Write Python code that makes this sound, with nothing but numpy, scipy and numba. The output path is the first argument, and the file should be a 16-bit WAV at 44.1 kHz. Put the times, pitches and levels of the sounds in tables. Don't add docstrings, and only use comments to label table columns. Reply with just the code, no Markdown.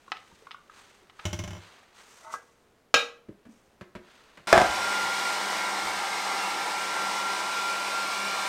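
import sys
import numpy as np
from scipy import signal
from scipy.fft import rfft, irfft, next_fast_len
from scipy.io import wavfile
from scipy.ndimage import uniform_filter1d, map_coordinates
from numba import njit

SR = 44100
rng = np.random.default_rng(int(sys.argv[2]) if len(sys.argv) > 2 else 0)


def wrap_up_sound(samples):
    columns = np.atleast_2d(samples).T
    tamed = np.clip(columns, -1, 1)
    steps = np.round(tamed * 32767).astype(np.int16)
    wavfile.write(sys.argv[1], SR, steps)


N = 373968
T = np.arange(N) / SR
RING_T = T[:SR]

# pitch_hz, level_db
SHOP_COLOUR = [(20, -13), (44, -11), (110, -11.5), (178, -11.5), (209, -8.5), (289, -10.5), (410, -8.5),
               (567, -11.5), (871, -15.5), (1200, -17), (15500, -39.5)]
SHOP_DB = -64
# peak_s, rise_s, fall_s, rub_db, hiss_db
STROKES = [(0.36, 0.7, 0.6, -61.5, -68.5), (0.79, 0.12, 0.48, -55, -62.5), (1.25, 0.12, 0.73, -54, -63),
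           (1.66, 0.1, 0.4, -52, -63.5), (2.0, 0.078, 0.15, -54, -61.5), (2.19, 0.25, 0.45, -57, -59),
           (2.335, 0.025, 0.051, -48.5, -46.5), (3.55, 0.12, 0.31, -70, -70.5), (4.15, 0.19, 1, -58, -69.5)]
# pitch_hz, level_db
RUB_COLOUR = [(240, -30), (400, -6), (515, -8.5), (1240, -2), (1390, -3), (4090, -9.5), (5000, -14),
              (6500, -44.5), (11000, -120)]
HISS_COLOUR = [(2650, -43), (4500, -8.5), (5860, -1.5), (6360, 0), (7130, -4.5), (8680, -4.5), (10700, -17),
               (13800, -17.5), (15500, -23)]
# start_s, level_db, pitch_hz
TAPS = [(0.079, -40.5, 1100), (0.314, -47.5, 930), (0.421, -47.5, 436), (0.469, -37, 1116),
        (0.545, -36, 1150), (0.697, -40.5, 1270), (1.024, -55, 354), (1.192, -36.5, 1300),
        (3.288, -38, 323), (3.320, -50, 326), (3.456, -43.5, 236), (3.486, -46, 224)]
# start_s, level_db, brightness_db
CLICKS = [(0.119, -14, -12.5), (0.169, -39.5, -1), (0.5095, -30, -10), (0.515, -36.5, 2.5),
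          (1.098, -39.5, -6), (1.197, -30.5, -11)]
# pitch_hz, level_db
CLICK_COLOUR = [(120, -48), (200, -26), (419, -16.5), (560, -24), (775, -4.5), (1330, -4), (2130, -5.5),
                (2650, -9.5), (4010, -14.5), (4640, -22), (5260, -19.5), (5860, -31), (15000, -58)]
# pitch_hz, level_db, t60_s
HANDLE_MODES = [(1200, -4, 0.12), (1310, 4, 0.071), (1610, -6, 0.053), (1770, -19, 0.052), (1950, -3, 0.09),
                (2940, -25, .05), (3327, -40, .07), (3920, -6, 0.071)]
# start_s, level_db, brightness_db
BUMPS = [(0.325, -52.5, -13), (3.286, -41.5, -11), (3.453, -57, 9), (3.811, -41, 4), (3.816, -47, -6),
         (3.952, -36, 2), (3.957, -40.5, 1), (3.993, -48, -16), (4.373, -53.5, 13.5), (4.397, -54, 6)]
# pitch_hz, level_db
BUMP_COLOUR = [(24, -45), (40, -8.5), (193, 0), (283, -8), (351, -19), (552, -6), (849, -26), (934, -10.5),
               (1130, -17.5), (1660, -15), (12000, -48), (15600, -81), (22000, -120)]
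# pitch_hz, level_db, t60_s
BUMP_MODES = [(203, -8, 0.12), (233, -1, 0.12), (358, 12, 0.11)]
DROP_S, FIRST_FLIGHT_S, REBOUND = 1.254, 0.076, 0.795
DROP_DB, BOUNCE_LOSS_DB, BOUNCE_DULLING_DB = -20.5, 2.17, 0.76
# pitch_hz, level_db
BOUNCE_COLOUR = [(45, -31), (90, 7), (250, -12), (352, 2), (455, -16), (600, -8.5), (844, -10.5),
                 (1090, -9), (1760, -14.5), (3050, -9), (4370, -21.5), (5850, -11), (8100, -25),
                 (15000, -34.5)]
# pitch_hz, level_db, t60_s
TABLE_MODES = [(76, -2, 0.22), (98.5, 3, 0.23), (182.5, 0.5, 0.15), (346, -7.5, 0.16), (605, -7, 0.11),
               (1050, -9, 0.093), (2156, -5.5, 0.077), (3000, 1, 0.031), (5830, -11, 0.1),
               (7220, -10, 0.047)]
# peak_s, rise_s, fall_s, level_db
SCRAPES = [(2.248, 0.028, 0.22, -45), (2.335, 0.049, 0.066, -39.5)]
# pitch_hz, level_db, t60_s
RIM_MODES = [(639, -10, 0.15), (913, -5, 0.099), (1084, -3, .06), (1180, -4, 0.05), (1278, -2, 0.083),
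             (1470, -11, 0.11), (1520, -16, 0.19), (1996, -10.5, 0.15)]
# start_s, level_db, brightness_db
LID_BLOWS = [(2.340, -34, -29), (2.9415, -12, 3)]
# pitch_hz, level_db
LID_COLOUR = [(40, -38), (100, -18.5), (380, -12), (480, -7), (825, -14), (1290, -3.5), (1620, -12),
              (1850, -14.5), (2600, -1), (3850, -14), (4500, -13), (6900, -15.5), (7600, -25), (15500, -44)]
# pitch_hz, level_db, t60_s
LID_MODES = [(474.5, -10.5, 0.42), (584.4, -8, 0.25), (1285, -5.5, 0.15), (1386, -13.5, 0.15),
             (1627, 6, 0.18), (1650, -11, .15), (1980, -7.5, 0.21), (2370, -5, 0.18), (2566, 2.5, 0.18),
             (2600, -5.5, .14), (2790, -6, 0.13), (2910, -11.5, .2), (3080, -2.5, 0.2), (3155, -9, 0.12),
             (3770, -6, 0.26), (3767, -5, 0.24), (3980, -10, .26), (4080, -10, .11), (4930, -7.5, .1),
             (5240, -10, 0.12), (6000, -17.5, .18), (6400, -14, .18), (6650, -13, .16)]
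DRYER_ON_S, BLADES = 4.471, 7
# start_s, pitch_hz
BLADE_RATE = [(4.5, 1393), (4.78, 1390), (4.94, 1401), (5.7, 1384), (6.82, 1373), (8.21, 1387),
              (8.48, 1377)]
# start_s, level_db
WHINE = [(4.66, -36.5), (4.72, -38.5), (5.04, -32), (5.18, -40), (5.3, -34), (5.36, -39.5), (6.1, -43),
         (6.76, -40.5), (6.8, -35.5), (6.88, -41), (7.02, -34), (7.14, -43), (7.18, -36.5), (7.32, -35),
         (7.38, -41), (7.6, -34), (7.9, -38.5), (7.96, -34.5), (8.12, -38), (8.44, -40.1)]
# multiple of the shaft rate, level_db
MOTOR_ORDERS = [(1, -55), (2, -59.5), (4, -64), (5, -43), (8, -46.5), (11, -49), (14, -51.5), (15, -53),
                (21, -52.5), (28, -55)]
HUM_HZ, HUM_DB = 101, -71
# start_s, roar_db, jet_db, nozzle_hz
AIR = [(4.75, -32, -36, 2191), (5.0, -33.5, -35.5, 2105), (5.9, -34, -37, 2100), (6.8, -34.5, -37.5, 2232),
       (7.15, -34, -36.5, 2108), (7.5, -35, -37.5, 2270), (8.2, -35, -37, 2310), (8.35, -34.5, -37, 2242)]
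# pitch_hz, level_db
ROAR_COLOUR = [(20, -58), (100, -36), (180, -10.5), (240, -12.5), (310, -5), (450, -8.5), (660, -1),
               (710, -2), (770, 6.5), (880, 3), (940, 0.5), (1200, 1), (1500, -4.5), (1850, -4),
               (3200, -41), (16000, -67)]
JET_COLOUR = [(1500, -39.5), (2500, -2), (2950, 1), (3150, -0.5), (3450, 2), (4150, 0.5), (4450, -1.5),
              (4850, 1), (7100, -6), (8700, -5), (10400, -17), (13400, -18), (16000, -29.5)]
# peak_s, rise_s, fall_s, level_db
GUSTS = [(4.532, 0.008, 0.29, -38), (5.07, 0.078, 0.078, -54), (5.87, 0.08, 0.19, -55)]
# pitch_hz, level_db
GUST_COLOUR = [(20, -11), (45, 2), (78, 4), (120, 0), (300, -22), (900, -62)]
# start_s, level_db, brightness_db
BANGS = [(4.528, -5.5, 4.5), (4.554, -21, -2), (4.570, -18, -1), (4.578, -10, 0.5), (4.585, -17, 4),
         (4.601, -22, -2), (4.616, -17.5, 2)]
# pitch_hz, level_db
BANG_COLOUR = [(15, -59), (25, -29), (204, -17), (274, -24), (331, -12), (482, -15.5), (582, -12.5),
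               (703, -3.5), (848, -7.5), (1020, -18), (1450, -16.5), (2300, -22), (3440, -28.5),
               (8130, -39.5), (15500, -62)]
# pitch_hz, level_db, t60_s
BANG_MODES = [(346, -29, 0.22), (474, -19, 0.24), (582, -15, 0.25), (720, -2.5, 0.46), (758, -4, 0.31),
              (836, 1, 0.32), (1574, -3, 0.16), (1700, -4, 0.098), (3450, -8, 0.082)]
TOP_HZ = 15900


def amp(db):
    return 10 ** (np.asarray(db) / 20)


def unit(x):
    return x / np.sqrt(np.mean(x ** 2))


def curves(rows):
    start_s, *columns = np.transpose(rows)
    return [np.interp(T, start_s, column) for column in columns]


def walk(rate_hz):
    hold = int(SR / rate_hz)
    steps = np.repeat(rng.standard_normal(N // hold + 1), hold)
    smooth = uniform_filter1d(uniform_filter1d(steps, hold), hold)
    return unit(smooth[:N])


def colour(x, points):
    size = 2 * next_fast_len(len(x))
    hz, db = np.transpose(points)
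    bins_hz = np.maximum(np.arange(size // 2 + 1) * SR / size, 1)
    outline_db = np.interp(np.log(bins_hz), np.log(hz), db)
    cepstrum = irfft(np.log(amp(outline_db)))
    cepstrum[1:size // 2] *= 2
    cepstrum[size // 2 + 1:] = 0
    response = np.exp(rfft(cepstrum))
    return irfft(rfft(x, size) * response)[:len(x)]


def noise(points):
    return unit(colour(rng.standard_normal(N), points))


def lowpass(x, hz):
    return signal.sosfilt(signal.butter(2, min(hz, SR / 2 - 1), fs=SR, output="sos"), x)


def fade(t60_s):
    return np.exp(-np.log(1000) * RING_T / t60_s)


def ring(modes):
    out = 0
    for hz, db, t60_s in modes:
        sign = rng.choice([-1, 1])
        out = out + amp(db) * sign * fade(t60_s) * np.sin(2 * np.pi * hz * RING_T)
    return out


def attack(x, size=220):
    return x / np.sqrt(np.mean(x[:size] ** 2))


@njit
def resonance(x, centre_hz, width_hz):
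    out, band, low = np.empty(len(x)), 0., 0.
    for i in range(len(x)):
        g, damping = np.tan(np.pi * centre_hz[i] / SR), width_hz / centre_hz[i]
        v = (band + g * (x[i] - low)) / (1 + g * (g + damping))
        band, low, out[i] = 2 * v - band, low + 2 * g * v, damping * v
    return out


def strikes(rows, outline, modes, crack_db, crack_t60, tick_db, modes_db, bright_hz):
    out, body = np.zeros(N + SR), attack(ring(modes))
    usual_db = max(rows, key=lambda row: row[1])[2]
    for start_s, level_db, brightness_db in rows:
        crack = rng.standard_normal(SR) * fade(crack_t60)
        crack[0] += amp(tick_db)
        blow = amp(crack_db) * attack(colour(crack, outline)) + amp(modes_db) * body
        tilt_db = brightness_db - usual_db
        blow = colour(blow, [(bright_hz / 2, 0), (bright_hz, tilt_db)])
        start = int(start_s * SR)
        out[start:start + SR] += amp(level_db) * blow
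    return out[:N]


def room(x, wet_db, low_t60=0.36, high_t60=0.29, split_hz=2500, build_s=0.01, bass_hz=190):
    bass_cut = signal.butter(2, bass_hz, "high", fs=SR, output="sos")
    scatter = signal.sosfilt(bass_cut, rng.standard_normal(SR))
    low = signal.sosfiltfilt(signal.butter(2, split_hz, fs=SR, output="sos"), scatter)
    high = scatter - low
    build = 1 - np.exp(-(RING_T / build_s) ** 2)
    echo = (low * fade(low_t60) + high * fade(high_t60)) * build
    return x + amp(wet_db) * signal.fftconvolve(x, echo / np.linalg.norm(echo))[:N]


def swells(rows):
    power = 0
    for peak_s, rise_s, fall_s, level_db in rows:
        below = np.where(T < peak_s, ((peak_s - T) / rise_s) ** 2, (T - peak_s) / fall_s)
        power = power + amp(level_db - 20 * below) ** 2
    return np.sqrt(power)


def shop_murmur():
    return amp(SHOP_DB + 0.49 * walk(5.0)) * noise(SHOP_COLOUR)


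def brushing(grain_db=1.5):
    rub = swells([(peak, rise, fall, db) for peak, rise, fall, db, _ in STROKES])
    hiss = swells([(peak, rise, fall, db) for peak, rise, fall, _, db in STROKES])
    grain = unit(amp(grain_db * walk(250)))
    return grain * (rub * noise(RUB_COLOUR) + hiss * noise(HISS_COLOUR))


def taps(cycles=27, overtone_db=-6, overtone=1.26, contact_db=-13, rise_cycles=1.8):
    out = np.zeros(N + SR)
    for start_s, level_db, hz in TAPS:
        t60_s = cycles / hz
        body = attack(ring([(hz, 0, t60_s), (hz * overtone, overtone_db, t60_s)]))
        contact = attack(lowpass(rng.standard_normal(SR) * fade(t60_s), hz=2 * hz))
        push = 1 - np.exp(-RING_T * hz / rise_cycles)
        start = int(start_s * SR)
        out[start:start + SR] += amp(level_db) * push * (body + amp(contact_db) * contact)
    return room(out[:N], wet_db=-8.0)


def handle_clicks():
    dry_clicks = strikes(CLICKS, CLICK_COLOUR, HANDLE_MODES, crack_db=-12.5, crack_t60=0.043,
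                         tick_db=21, modes_db=-21.0, bright_hz=2970)
    return room(dry_clicks, wet_db=-11.5)


def table_bumps():
    dry_bumps = strikes(BUMPS, BUMP_COLOUR, BUMP_MODES, crack_db=-2.0, crack_t60=0.085,
                        tick_db=-4, modes_db=-11, bright_hz=900)
    return room(dry_bumps, wet_db=-9)


def roller_bounces(count=10):
    k = np.arange(count)
    start_s = DROP_S + FIRST_FLIGHT_S * (1 - REBOUND ** k) / (1 - REBOUND)
    blows = list(zip(start_s, DROP_DB - BOUNCE_LOSS_DB * k, -BOUNCE_DULLING_DB * k))
    dry_bounces = strikes(blows, BOUNCE_COLOUR, TABLE_MODES, crack_db=-10.0, crack_t60=0.086,
                          tick_db=11.5, modes_db=-7.5, bright_hz=3000)
    return room(dry_bounces, wet_db=-8.5, bass_hz=110)


def rim_scrapes(grain_db=5):
    slips = unit(rng.standard_normal(N) * amp(grain_db * walk(400))) * swells(SCRAPES)
    rim = ring(RIM_MODES)
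    return signal.fftconvolve(slips, rim / np.linalg.norm(rim))[:N]


def lid_clack():
    dry_clack = strikes(LID_BLOWS, LID_COLOUR, LID_MODES, crack_db=0.5, crack_t60=.055,
                        tick_db=12, modes_db=-6.5, bright_hz=3390)
    return room(dry_clack, wet_db=-6)


def fan(whine_db=2.0, wobble=0.001984, flutter_db=1.2, wander_db=4, throb_db=2.5):
    (blade_hz,), (blade_db,) = curves(BLADE_RATE), curves(WHINE)
    shaft_hz = blade_hz / BLADES * (1 + wobble * walk(45))
    turn = 2 * np.pi * np.cumsum(shaft_hz) / SR
    whine = amp(blade_db + whine_db + flutter_db * walk(40)) * np.sin(BLADES * turn)
    orders = 0
    for k, db in MOTOR_ORDERS:
        swing_db = np.interp(k, [1, BLADES], [throb_db, wander_db])
        orders = orders + amp(db) * unit(amp(swing_db * walk(14)) * np.sin(round(k) * turn))
    hum = amp(HUM_DB) * unit(np.sin(2 * np.pi * HUM_HZ * T))
    return np.sqrt(2) * whine + orders + hum


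def air(roar_gain_db=0.55, nozzle_db=-1.96, pass_width_hz=500, flicker_db=.5,
        echo_s=.0021, sway=0.09, echo_share=0.23):
    roar_db, jet_db, nozzle_hz = curves(AIR)
    roar = amp(roar_db + roar_gain_db + flicker_db * walk(14)) * noise(ROAR_COLOUR)
    nozzle = rng.standard_normal(N)
    for _ in range(2):
        nozzle = resonance(nozzle, nozzle_hz, float(pass_width_hz))
    jet = noise(JET_COLOUR) + amp(nozzle_db) * unit(nozzle)
    rush = roar + amp(jet_db + flicker_db * walk(22)) * jet
    lag_s = echo_s * (1 + sway * walk(2))
    echo = map_coordinates(rush, [(T - lag_s) * SR], order=3)
    return rush + echo_share * echo


def gusts():
    return swells(GUSTS) * noise(GUST_COLOUR)


def hair_dryer():
    running = np.clip((T - DRYER_ON_S) / 0.00052, 0, 1)
    return running * (fan() + air() + gusts())


def hollow_bangs():
    dry_bangs = strikes(BANGS, BANG_COLOUR, BANG_MODES, crack_db=1, crack_t60=0.029,
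                        tick_db=20.0, modes_db=-10.0, bright_hz=2500)
    return room(dry_bangs, wet_db=-6.5)


def scene():
    mono = shop_murmur() + brushing() + taps() + handle_clicks() + table_bumps()
    mono = mono + roller_bounces() + rim_scrapes() + lid_clack()
    mono = mono + hair_dryer() + hollow_bangs()
    return np.array([mono, mono])


def record(dry):
    clipped = np.clip(dry, -.87, .87)
    top_cut = signal.ellip(10, .1, 80, TOP_HZ, fs=SR, output="sos")
    return signal.sosfilt(top_cut, clipped)


dry = scene()
out = record(dry)
wrap_up_sound(out)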